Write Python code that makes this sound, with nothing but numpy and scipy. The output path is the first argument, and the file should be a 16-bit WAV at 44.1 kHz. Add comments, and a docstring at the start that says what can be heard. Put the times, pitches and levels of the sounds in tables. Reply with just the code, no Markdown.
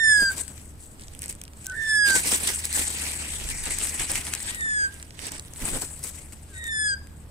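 """A bird's falling whistle opens the scene and comes four times in all, echoing off the trees of a park.
Large ground birds scuffle and beat their wings on dry grass: feathers and blades crackle as they brush,
each wing stroke moves a puff of air, and stalks, claws and quills snap.
Far traffic, an engine drone and a breeze lie below. A hand-held phone listens through two
microphone openings (ports), each with its own tone colour."""
import sys
import numpy as np
from scipy import signal
from scipy.io import wavfile
from scipy.ndimage import map_coordinates

SR = 44100
rng = np.random.default_rng(int(sys.argv[2]) if len(sys.argv) > 2 else 0)


def put_to_file(sound):
    """Save the sound as 16-bit audio at rate SR, in the file named by the first command-line argument."""
    columns = np.atleast_2d(sound).T  # one column per channel
    safe = np.clip(columns, -1, 1)
    whole_steps = np.round(safe * 32767)
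    wavfile.write(sys.argv[1], SR, whole_steps.astype(np.int16))


N = 321930

# Far traffic and leaves. Each row: frequency in Hz, relative level in dB.
PARK_SPECTRUM = [(25, -4.5), (85, 1), (130, -4), (400, -17.5), (900, -23.5), (2100, -33.5), (4000, -33),
                 (8400, -64), (12000, -37.5), (16500, -48)]
# How alike the park sounds at both ports. Each row: frequency in Hz, likeness (1 is the same).
PORT_LIKENESS = [(60, 0.95), (290, 1), (640, 0.32), (1400, 0.023), (3100, 0.045), (8000, 0.11), (15000, 1)]
# The engine's swell. Each row: time in seconds, level in dB.
ENGINE_LEVEL = [(0.0, -48), (.7, -45.5), (1.02, -56), (1.2, -45.5), (1.5, -51), (2.7, -41.5), (4.2, -43.5),
                (4.9, -52), (5.96, -50), (7.3, -44)]
# The engine's tones. Each row: pitch in Hz, speed of its wobble in Hz, relative level in dB.
ENGINE_TONES = [(74.6, 1.6, -1), (150.7, 4.1, -14.5), (221, 45, -16.5)]
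# Heavy wing strokes push air on the ports.
# Each row: middle in seconds, level in dB, top of the noise in Hz, fade time each way in seconds.
WING_THUMPS = [(0.227, -34.5, 464, 0.013), (2.795, -35, 600, 0.005), (3.465, -43.5, 60, 0.13),
               (3.683, -42.5, 49, 0.19), (4.011, -38.5, 124, 0.023), (4.162, -40.5, 120, 0.038),
               (5.634, -34, 210, 0.022), (5.746, -32, 305, 0.032)]

# One list per whistle. Each row: time in seconds, pitch in Hz, level on the left in dB.
WHISTLE_CURVES = [
    [(0.0, 1821, -27), (0.08, 1749, -23), (0.12, 1718, -21.5), (0.17, 1670, -25), (0.235, 1612, -23),
     (0.29, 1573, -24), (0.315, 1527, -34), (0.335, 1536, -88)],
    [(1.715, 1830, -57), (1.78, 1799, -40.5), (1.91, 1740, -25.5), (2.05, 1650, -23.5), (2.1, 1588, -27.5),
     (2.165, 1533, -26.5), (2.2, 1420, -42)],
    [(4.47, 1890, -41.5), (4.56, 1906, -41), (4.63, 1806, -28), (4.76, 1696, -24.5), (4.85, 1604, -23),
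     (4.87, 1555, -29.5), (4.9, 1510, -55)],
    [(6.53, 1880, -57), (6.57, 1860, -44), (6.655, 1857, -38.5), (6.7, 1810, -33), (6.74, 1756, -29.5),
     (6.82, 1716, -28), (6.88, 1667, -26.5), (6.94, 1587, -27.5), (6.96, 1540, -45), (6.98, 1540, -49)],
]
# The head turns during a whistle. Each row, in even steps from its start to its end:
# first half, left minus right in dB; second half, how far the left wave leads in radians.
HEAD_TURNS = [(-2, -5, -3, -5.5, -1, 4, -7, 1, 1.5, 0.8, 0.9, 1.1, 0.8, -0.5),
              (-3, -8.5, 0, -2.5, -3, -5, 6, -1, 1.5, -0.1, -0.5, -1.3, 0, -2.5),
              (8, 8, 5.5, 3, 4, 5, 5, 2.5, 2, 2.8, 2.9, 3.1, 3.1, 2.8, 3.1, 3.25, 3.6, 3.6),
              (4, 1, -0.5, 3, 3.5, 3, 3, 3.5, 4, 4, 4, 4.5, 4, 5)]
# Each row is a whistle: level flutter in dB, echo boost in dB (more when the bird faces away).
FLUTTER_AND_ECHO = [(0.16, 0), (0.6, -6), (1.0, 0), (0.8, 2.5)]
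# Throat and beak colour the overtones. Each row: frequency in Hz, dB over the main tone.
THROAT_COLOUR = [(3100, -24), (3500, -6.5), (3800, 8), (4600, -5), (4900, -0.5), (5350, -5.5), (5700, -35),
                 (6300, -27), (6800, -19.5), (7300, -15.5), (7800, -22.5), (8600, -3.5), (9100, -14.5),
                 (9500, -56), (10200, -28.5), (11000, -28.5), (13000, -34)]
# Each row is a whistle: dB added to the throat's colour for the overtones at 2 to 7 times the pitch.
OVERTONE_BOOSTS = [(-3, 0.5, 7.5, 0, 14.5, -2), (-1.5, -1.5, 1.5, -5, 13, -11),
                   (-13.5, -14.5, 4, -8.5, 2, -27), (0, -3.5, 6, -2, 14, -27)]
# Each row is a whistle: left minus right in dB for overtones 2 to 6.
OVERTONE_SIDES = [(2.5, 9.6, 8.3, 10, 16), (12, 6.8, 5.8, 11, 7.9), (1, 2.7, 12, 6.1, 1),
                  (9, 6.3, 12, 16, 9)]
# Each row is a whistle: how far the left wave leads in radians for overtones 2 and 3.
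OVERTONE_LEADS = [(-2.7, -.9), (-3.0, 1.0), (-.2, -2.8), (.9, -1.3)]
# One list per soft note near the whistles. Each row: time in seconds, pitch in Hz, level in dB.
SOFT_NOTE_CURVES = [
    [(1.65, 1560, -58), (1.705, 1508, -35), (1.745, 1507, -39), (1.77, 1600, -54)],
    [(1.74, 1750, -41), (1.77, 1677, -42), (1.9, 1630, -61)],
    [(4.44, 1610, -59), (4.525, 1530, -58)],
    [(6.48, 1660, -74), (6.52, 1600, -60), (6.565, 1490, -54), (6.585, 1520, -58)],
    [(6.56, 2010, -66), (6.62, 1975, -55), (6.7, 1930, -63)],
]

# Where the scuffle is. Each row: time in seconds, left delay in milliseconds,
# left minus right in dB, sheen above 9 kHz in dB (more when near).
SCUFFLE_PLACE = [(0, 0.052, -2.5, 10), (.5, 0.082, 3.5, 0.5), (1.2, 0.36, -3, -2), (1.9, 0.2, -1.5, -8),
                 (2.2, 0.23, -2.5, 2.5), (2.5, 0.22, -3, 2.5), (3.001, 0.17, 0, -8.5),
                 (3.5, 0.092, -0.5, -6), (4.6, -0.078, -0.5, -9), (5.2, 0.38, -6.5, -13),
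                 (5.5, 0.14, -3, 1), (5.7, -0.13, 1, 4), (6.101, 0.0094, 2, 2.5), (7.3, -0.021, 2, -11)]
# Stalks, claws and quills. Each row: start in seconds, bright peak in dB, dull part over that in dB.
SNAP_EVENTS = [(0.318, -30, -2), (0.3805, -26, -7), (0.4796, -25, -4), (0.5786, -41, 10), (0.996, -43, 9),
               (1.0104, -31, -5), (1.02, -42.5, 10), (1.036, -42, 6), (1.082, -46, 14), (1.1374, -38, -2),
               (1.1496, -27, -6), (1.1912, -25, -12), (1.213, -33, -10), (1.2193, -19, -14),
               (1.2304, -25, -7), (1.24, -27, 3), (1.259, -20, -13), (1.281, -24, -8), (1.298, -18.5, -21),
               (1.308, -23, -10), (1.326, -25, -8), (1.3513, -29, -9), (1.415, -23, -2),
               (1.4371, -26.5, -10), (1.452, -37, 5), (1.479, -50, 18), (1.5342, -47.5, 13),
               (1.645, -28, -12), (1.659, -22, -5), (1.667, -14.5, -20), (1.698, -25.5, -2),
               (1.72, -48, 16), (2.078, -17, 0), (2.143, -21, -11), (2.4735, -9, -9), (2.6535, -7.5, -20),
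               (2.7274, -14, -14), (3.016, -30, -9), (3.172, -32, -3), (3.3365, -26, 2), (3.489, -19, -4),
               (3.636, -30, -5), (3.6563, -17.5, -2), (3.786, -14, -6), (3.854, -31, -16),
               (3.8716, -16.5, -2), (3.95, -22, -8.5), (4, -15.5, -4), (4.1, -19, -8), (4.117, -10, -13),
               (4.136, -18, -1), (4.1558, -13.5, 0.5), (4.251, -21, -10), (4.268, -23, 1.5),
               (4.3364, -24, 11.5), (4.338, -11.5, -7.5), (4.3502, -19.5, 2), (4.403, -27, 2),
               (4.407, -21, -11), (4.427, -20, -17), (4.431, -20, -20), (4.547, -19.5, -5.5),
               (4.609, -23, -1), (4.6884, -28, -19), (4.706, -40, 9), (4.859, -39, 0), (4.942, -27, -19),
               (4.999, -42, 9), (5.027, -26, 0.5), (5.107, -40, 11), (5.1917, -32, 10), (5.268, -19.5, -7),
               (5.3191, -17, -15), (5.396, -22, 1.5), (5.45, -37, 3), (5.482, -37, 4.5), (5.536, -24, -11),
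               (5.5605, -28, 0), (6.03, -25, -14), (6.039, -19, -15), (6.3232, -27, -6), (6.641, -26, -5),
               (6.668, -24, -15), (7.071, -43, 3)]
# Wing strokes and steps in the grass. Each row: peak time, rise and fall in seconds,
# hiss level in dB, body over hiss in dB, level of the air puff in dB.
WINGS_AND_STEPS = [(0.218, 0.049, 0.053, -35, -16, -44.5), (0.333, 0.043, 0.026, -33.5, -17, -43.5),
                   (0.399, 0.029, 0.021, -29, -16.5, -41.5), (0.503, 0.016, 0.035, -47, -17, -57),
                   (0.582, 0.017, 0.031, -46.5, -13, -67), (0.637, 0.041, 0.07, -46.5, -20, -64),
                   (0.864, 0.1, 0.019, -46.5, -20, -68), (0.919, 0.034, 0.035, -51, -29, -69),
                   (1.013, 0.021, 0.046, -54.5, -8, -63), (1.235, 0.015, 0.028, -37.5, -13, -49),
                   (1.3, 0.011, 0.017, -30.5, -19.5, -50), (1.665, 0.089, 0.0084, -43.5, -20, -67.0),
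                   (1.881, 0.081, 0.046, -34.5, -20.5, -67), (1.975, 0.039, 0.0098, -35.0, -24, -56),
                   (2.093, 0.033, 0.052, -23, -14.5, -39), (2.154, 0.011, 0.043, -19, -15, -32.5),
                   (2.271, 0.032, 0.046, -23.5, -14.5, -41), (2.325, 0.021, 0.039, -19, -14.5, -33.5),
                   (2.438, 0.072, 0.077, -30.5, -14, -43.5), (2.473, 0.0026, 0.051, -24, -11.5, -37.5),
                   (2.646, 0.0047, 0.03, -27.5, -15, -51), (2.789, 0.061, 0.063, -18.5, -18, -39.5),
                   (2.877, 0.011, 0.4, -25.5, -17, -45), (3.032, 0.01, 0.24, -33.5, -15, -48.5),
                   (3.11, 0.015, 0.019, -35, -10, -54), (3.196, 0.013, 0.17, -30, -15, -48.5),
                   (3.513, 0.021, 0.0075, -29, -14.5, -45), (3.654, 0.014, 0.13, -29.5, -13, -45),
                   (3.852, 0.098, 0.038, -26, -16, -44), (3.892, 0.007, 0.016, -27, -21, -49),
                   (3.961, 0.025, 0.039, -28.5, -16.5, -46.0), (4.0, 0.0086, 0.054, -26.5, -10, -38),
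                   (4.109, 0.016, 0.046, -24, -15.5, -39), (4.153, 0.005, 0.054, -22.5, -15.5, -40.5),
                   (4.281, 0.027, 0.026, -29.5, -15.5, -45.5), (4.352, 0.004, 0.0071, -38, -17, -45),
                   (4.374, 0.15, 0.006, -38, -9.5, -50), (4.499, 0.069, 0.035, -31, -13, -49),
                   (4.554, 0.0045, 0.006, -27.5, -21, -44), (4.798, 0.015, 0.06, -40, -16, -66),
                   (4.967, 0.13, 0.096, -45, -15, -60), (5.285, 0.084, 0.012, -35.5, -12.5, -50),
                   (5.323, 0.015, 0.065, -41, -11, -46), (5.651, 0.055, 0.026, -32.5, -14.5, -41),
                   (5.688, 0.019, 0.022, -27, -15.5, -37), (5.749, 0.046, 0.06, -29.5, -14, -40),
                   (5.829, 0.021, 0.03, -29.5, -17.5, -41.5), (5.915, 0.011, 0.039, -44, -24, -49),
                   (6.052, 0.021, 0.051, -30, -17.5, -48.5), (6.166, 0.037, 0.065, -41, -15.5, -58),
                   (6.333, 0.012, 0.0073, -38.5, -16.5, -52.0), (6.565, 0.028, 0.033, -43.5, -23, -67.0),
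                   (6.676, 0.037, 0.01, -37.5, -20, -57)]
# Small movements between strokes. Each row: time in seconds, hiss level in dB.
FIDGET_LEVEL = [(0, -61), (.45, -40.5), (.7, -60), (1.05, -52), (1.3, -49.5), (1.55, -60), (1.75, -44.5),
                (2.03, -46), (2.2, -34.5), (2.6, -32.5), (2.9, -81), (3.35, -30.5), (4.2, -34.5),
                (4.6, -37.5), (4.9, -58), (5.5, -48), (5.9, -41.5), (6.25, -49), (6.45, -51.5), (7.3, -55)]
# The rustle's high part, its hiss. Each row: frequency in Hz, relative level in dB.
HISS_SPECTRUM = [(4500, -9), (6000, 3.5), (8500, 14.5), (10500, 6), (12500, -1), (14500, -4.5),
                 (17500, 3.5)]
# The rustle's middle part, its body. Each row: frequency in Hz, relative level in dB.
BODY_SPECTRUM = [(480, -47), (750, 5.5), (1100, -6), (2200, 7.5), (3500, 4), (5500, 4), (7000, -4.5)]
# Air cupped under the wing. Each row: centre in Hz, width in Hz, boost in dB.
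WING_HOLLOW = [(282, 105, 3.5), (974, 210, 2)]

# The tone colour of each port. Each row: centre in Hz, width in Hz, boost or cut in dB.
LEFT_COLOUR = [(8050, 1400, 12)]
RIGHT_COLOUR = [(1750, 1100, 5), (7300, 1400, -6), (9100, 1400, 7)]


def from_db(db):
    """Turn decibels into a number to multiply by."""
    return 10 ** (np.asarray(db) / 20)


def rms_one(x):
    """Scale a sound so that its average strength (rms) is 1."""
    return x / np.sqrt(np.mean(x ** 2) + 1e-20)


def in_time(rows):
    """Join a table's timed rows with straight lines, giving one curve per value column."""
    times, *columns = np.transpose(rows)
    return [np.interp(np.arange(N) / SR, times, column) for column in columns]


def at_hz(points, hz):
    """Look up a table at a frequency, with octaves evenly spaced."""
    frequencies, values = np.transpose(points)
    return np.interp(np.log(hz), np.log(frequencies), values)


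def band(x, low_hz, high_hz):
    """Keep the sound between two frequencies."""
    sos = signal.butter(2, [low_hz, min(high_hz, .45 * SR)], "band", fs=SR, output="sos")
    return signal.sosfilt(sos, x)


def drift(rate_hz):
    """A smooth random wobble of size about 1; a higher rate wobbles faster."""
    pole = np.exp(-20 * np.pi * rate_hz / SR)
    noise = rng.standard_normal(N // 10 + 4002)
    slow = signal.lfilter([1], [1, -2 * pole, pole * pole], noise)[4000:]
    return np.interp(np.arange(N) / 10, np.arange(len(slow)), rms_one(slow))


def resonate(x, peaks):
    """Boost or cut the sound around each listed frequency."""
    for hz, width, gain_db in peaks:
        gain, angle = from_db(gain_db / 2), 2 * np.pi * hz / SR
        spread = np.sin(angle) * width / hz / 2
        x = signal.lfilter([1 + spread * gain, -2 * np.cos(angle), 1 - spread * gain],
                           [1 + spread / gain, -2 * np.cos(angle), 1 - spread / gain], x)
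    return x


def park(level_db=-47):
    """Far traffic and leaves: smooth noise, alike at both ports in the bass."""
    out, edges = 0, 20 * 2 ** np.arange(0, 10, .5)
    white = rng.standard_normal((2, 2, N))
    for k, (low, high) in enumerate(zip(edges, edges[1:])):
        mid, side = band(white[k % 2], low, high)
        hz = np.sqrt(low * high)
        alike = at_hz(PORT_LIKENESS, hz)
        gain = from_db(at_hz(PARK_SPECTRUM, hz) + 0.7 * drift(8.5))
        out = out + gain * (np.sqrt(1 + alike) * mid + np.sqrt(1 - alike) * side * [[1], [-1]])
    return from_db(level_db) * rms_one(out)


def engine():
    """A far engine: three low tones, blurred by its uneven speed."""
    level_db, = in_time(ENGINE_LEVEL)
    t = np.arange(N) / SR
    tones = 0
    for hz, wobble_hz, tone_db in ENGINE_TONES:
        gain = from_db(tone_db + 0.24 * drift(wobble_hz))
        tones += gain * np.sin(2 * np.pi * hz * t + 1.04 * drift(wobble_hz))
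    return np.sqrt(2) * from_db(level_db) * tones


def air_on_ports(breeze_db=-53.5):
    """The breeze makes a lumpy rumble, and each heavy wing stroke a dull thump."""
    shared, left, right = rng.standard_normal((3, N))
    wind = shared + .85 * np.array([left, right])
    out = from_db(breeze_db + 2.1 * drift(4.5)) * rms_one(band(wind, 9.2, 39))
    t = np.arange(N) / SR
    for middle, level_db, top_hz, fade in WING_THUMPS:
        swing = 1.43 * np.sin(2 * np.pi * 24 * (t - middle))   # suction, then push
        swell = from_db(level_db) * np.exp(-((t - middle) / fade) ** 2)
        out += swell * (rms_one(band(wind, 39, top_hz)) + swing)
    return out * from_db([[-1.5], [1.5]])


def note_gate(rows, fade_s=0.008):
    """Fade a note in and out; one at the very start is already on."""
    t = np.arange(N) / SR
    start, end = rows[0][0], rows[-1][0]
    return np.clip(np.minimum(t - start + (start < .01), end - t) / fade_s, 0, 1)


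def soft_notes():
    """Short, quiet tones with a shaky pitch, a little to the left."""
    out = 0
    for rows in SOFT_NOTE_CURVES:
        hz, level_db = in_time(rows)
        phase = 2 * np.pi * np.cumsum(hz * (1 + .012 * drift(90))) / SR
        out += np.sqrt(2) * note_gate(rows) * from_db(level_db) * np.sin(phase)
    return out * from_db([[1.5], [-1.5]])


def whistle(index, flutter_db, hoarse_per_db=.001, effort=0.54):
    """One wavering, nearly pure tone: brighter when loud, hoarser when quiet."""
    rows = WHISTLE_CURVES[index]
    start, end = rows[0][0], rows[-1][0]
    span = slice(int(start * SR), int(end * SR))
    hz, level_db = np.array(in_time(rows))[:, span]
    quieter_db = level_db.max() - level_db
    turn = np.reshape(HEAD_TURNS[index], (2, -1)).T
    turn_times = np.linspace(start, end, len(turn))
    pan_db, lead = np.array(in_time(np.c_[turn_times, turn]))[:, span]
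    waver = 1 + 0.00116 * drift(46)[span] + hoarse_per_db * quieter_db * drift(156)[span]
    phase = 2 * np.pi * np.cumsum(hz * waver) / SR
    right = from_db(-pan_db) * np.sin(phase - lead - 0.06 * drift(13)[span])
    tone = np.array([np.sin(phase), right])
    overtones = zip(OVERTONE_BOOSTS[index], [*OVERTONE_SIDES[index], 0],
                    [*OVERTONE_LEADS[index], 0, 0, 0, 0])
    for multiple, (boost_db, side_db, left_lead) in enumerate(overtones, start=2):
        over_db = boost_db + at_hz(THROAT_COLOUR, multiple * hz) + 2.0 * drift(48)[span]
        over_db -= effort * np.sqrt(multiple - 1) * quieter_db   # higher ones fade faster
        offset = rng.uniform(0, 2 * np.pi) - np.array([[0], [left_lead]])
        tone += from_db([over_db, over_db - side_db]) * np.sin(multiple * phase + offset)
    flutter = flutter_db * np.array([drift(30)[span], drift(30)[span]])
    out = np.zeros((2, N))
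    out[:, span] = np.sqrt(2) * note_gate(rows)[span] * from_db(level_db + flutter) * tone
    return out


def tree_echoes(sound, first_s=0.025, fade_60db_s=0.43, gain_db=-37, echoes_per_s=1200):
    """Tree trunks scatter the sound back as many faint, dying echoes."""
    t = np.arange(SR // 2) / SR
    arrives = (rng.random((2, len(t))) < echoes_per_s / SR) & (t > first_s)
    fade = from_db(gain_db) * 1000.0 ** (-(t - first_s) / fade_60db_s)
    echoes = arrives * rng.standard_normal((2, len(t))) * fade
    return signal.fftconvolve(band(sound, 640, 8400), echoes, axes=1)[:, :N]


def whistling_bird():
    """Four whistles, answered by the trees, with soft notes near them."""
    direct, to_trees = np.zeros((2, 2, N))
    for index, (flutter_db, echo_db) in enumerate(FLUTTER_AND_ECHO):
        tone = whistle(index, flutter_db)
        direct += tone
        to_trees += from_db(echo_db) * tone
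    return direct + soft_notes() + tree_echoes(to_trees)


def snaps(crack_s=.00045, tail_s=0.0034, tail_share=0.08):
    """Stalks, claws and quills snap: tiny bursts of noise, each with a bright and a dull part."""
    out = np.zeros((2, N))
    t = np.arange(700) / SR
    shape = t / crack_s * np.exp(1 - t / crack_s) + tail_share * np.exp(-t / tail_s)
    times, lags_ms, pans_db, _ = np.transpose(SCUFFLE_PLACE)
    for start, peak_db, dull_db in SNAP_EVENTS:
        lag_ms, pan_db = np.interp(start, times, lags_ms), np.interp(start, times, pans_db)
        burst = rng.standard_normal(len(t)) * shape
        burst[int(crack_s * SR)] += 4.0   # the break itself is one sharp click
        bright = band(burst, 5970, 10950) + .45 * band(burst, 6500, 18000)
        dull = band(burst, 1840, 7850)
        heard = (resonate(bright, LEFT_COLOUR) + resonate(bright, RIGHT_COLOUR)) / 2
        bright = from_db(peak_db) * bright / abs(heard).max()   # allow for the ports' colour
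        dull = from_db(peak_db + dull_db) * dull / abs(dull).max()
        for part, delay in (bright, 0), (dull, lag_ms / 1000):
            for side, (arrival, gain_db) in enumerate([(start + delay, pan_db / 2), (start, -pan_db / 2)]):
                i = int(arrival * SR)
                out[side, i:i + len(t)] += from_db(gain_db) * part[:N - i]
    return out


def at_ports(sounds, alike, lag_share=1):
    """Three sounds become two: the first is shared, shifted in time on the left; each port adds its own."""
    shared, own = sounds[0], sounds[1:]
    lag_samples = lag_share * in_time(SCUFFLE_PLACE)[0] * SR / 1000
    left = map_coordinates(shared, [np.arange(N) - lag_samples], order=3)
    return np.sqrt(alike) * np.array([left, shared]) + np.sqrt(1 - alike) * own


def flickering_bands(x, spectrum, slow_db=1.8, fast_db=2.4):
    """Shape a sound in third-octave bands, each with its own level and flicker."""
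    lowest, highest = spectrum[0][0], spectrum[-1][0]
    edges = lowest * 2 ** np.arange(0, np.log2(highest / lowest) + .3, 1 / 3)
    out = 0
    for k, (low, high) in enumerate(zip(edges, edges[1:])):
        level_db = at_hz(spectrum, np.sqrt(low * high)) + slow_db * drift(5.9) + fast_db * drift(31.6)
        out += (-1) ** k * from_db(level_db) * band(x, low, high)   # flipped signs help the bands join
    return out


def crackle(clicks_per_s=1800.0, spread_db=2.2, hush=1.1):
    """Three streams of tiny uneven clicks that come in clumps, over a soft hush."""
    clumps = from_db(1.2 * drift(100) + .7 * drift(25))
    clicks = rng.random((3, N)) < clicks_per_s * clumps / SR
    sizes = from_db(spread_db * np.minimum(rng.exponential(1, (3, N)), 3))
    signs = rng.choice([-1, 1], (3, N))
    return clumps * (rms_one(clicks * sizes * signs) + hush * rng.standard_normal((3, N)))


def movement(edge_drop_db=7.5, air_tighter=1.63):
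    """How strong hiss, body and air are: each stroke swells and fades on top of the fidgeting."""
    fidget_db, = in_time(FIDGET_LEVEL)
    fidget_air_db = -60 + 0.47 * (fidget_db + 50)   # the air swings about half as many dB as the hiss
    power = from_db([fidget_db, fidget_db - 16.5, fidget_air_db]) ** 2
    for peak, rise, fall, hiss_db, body_db, air_db in WINGS_AND_STEPS:
        span = slice(max(int((peak - .3) * SR), 0), int((peak + .3) * SR))
        from_peak = np.arange(N)[span] / SR - peak
        drop_db = edge_drop_db * (from_peak / np.where(from_peak > 0, fall, rise)) ** 2
        levels_db = [hiss_db - drop_db, hiss_db + body_db - drop_db, air_db - air_tighter * drop_db]
        power[:, span] += from_db(levels_db) ** 2
    return np.sqrt(power)


def scuffle():
    """Feathers and dry blades crackle as they brush; each wing stroke also moves a puff of air."""
    hiss_gain, body_gain, air_gain = movement()
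    _, pan_db, sheen_db = in_time(SCUFFLE_PLACE)
    clicks = crackle()
    hiss = flickering_bands(at_ports(clicks, alike=0.55, lag_share=0), HISS_SPECTRUM)
    body = flickering_bands(at_ports(clicks, alike=0.25), BODY_SPECTRUM)
    hiss /= np.std(band(resonate(hiss[0], LEFT_COLOUR), 6500, 10000))   # allow for the left port's colour
    body /= np.std(band(body[0], 2000, 2950))
    sheen = signal.sosfilt(signal.butter(1, 9000, "high", fs=SR, output="sos"), hiss)
    hiss += (from_db(sheen_db) - 1) * sheen
    puff = rng.standard_normal((3, N)) * from_db(2.7 * drift(33.3))
    puff = band(puff, 154, 1330) + 1.52 * band(puff, 76, 543)   # the push of the stroke is low in pitch
    air = rms_one(at_ports(resonate(puff, WING_HOLLOW), alike=0.67))
    out = hiss_gain * hiss + body_gain * body + air_gain * air
    out[1] *= from_db(-pan_db)
    return out


def scene():
    """Add up all the sounds that reach the left and right ports."""
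    return whistling_bird() + scuffle() + snaps() + park() + engine() + air_on_ports()


def record(dry):
    """Each port colours the sound, and the phone cuts the highest treble."""
    heard = np.array([resonate(dry[0], LEFT_COLOUR), resonate(dry[1], RIGHT_COLOUR)])
    return signal.sosfilt(signal.cheby2(12, 70, 16750, fs=SR, output="sos"), heard)


dry = scene()
out = record(dry)
put_to_file(out)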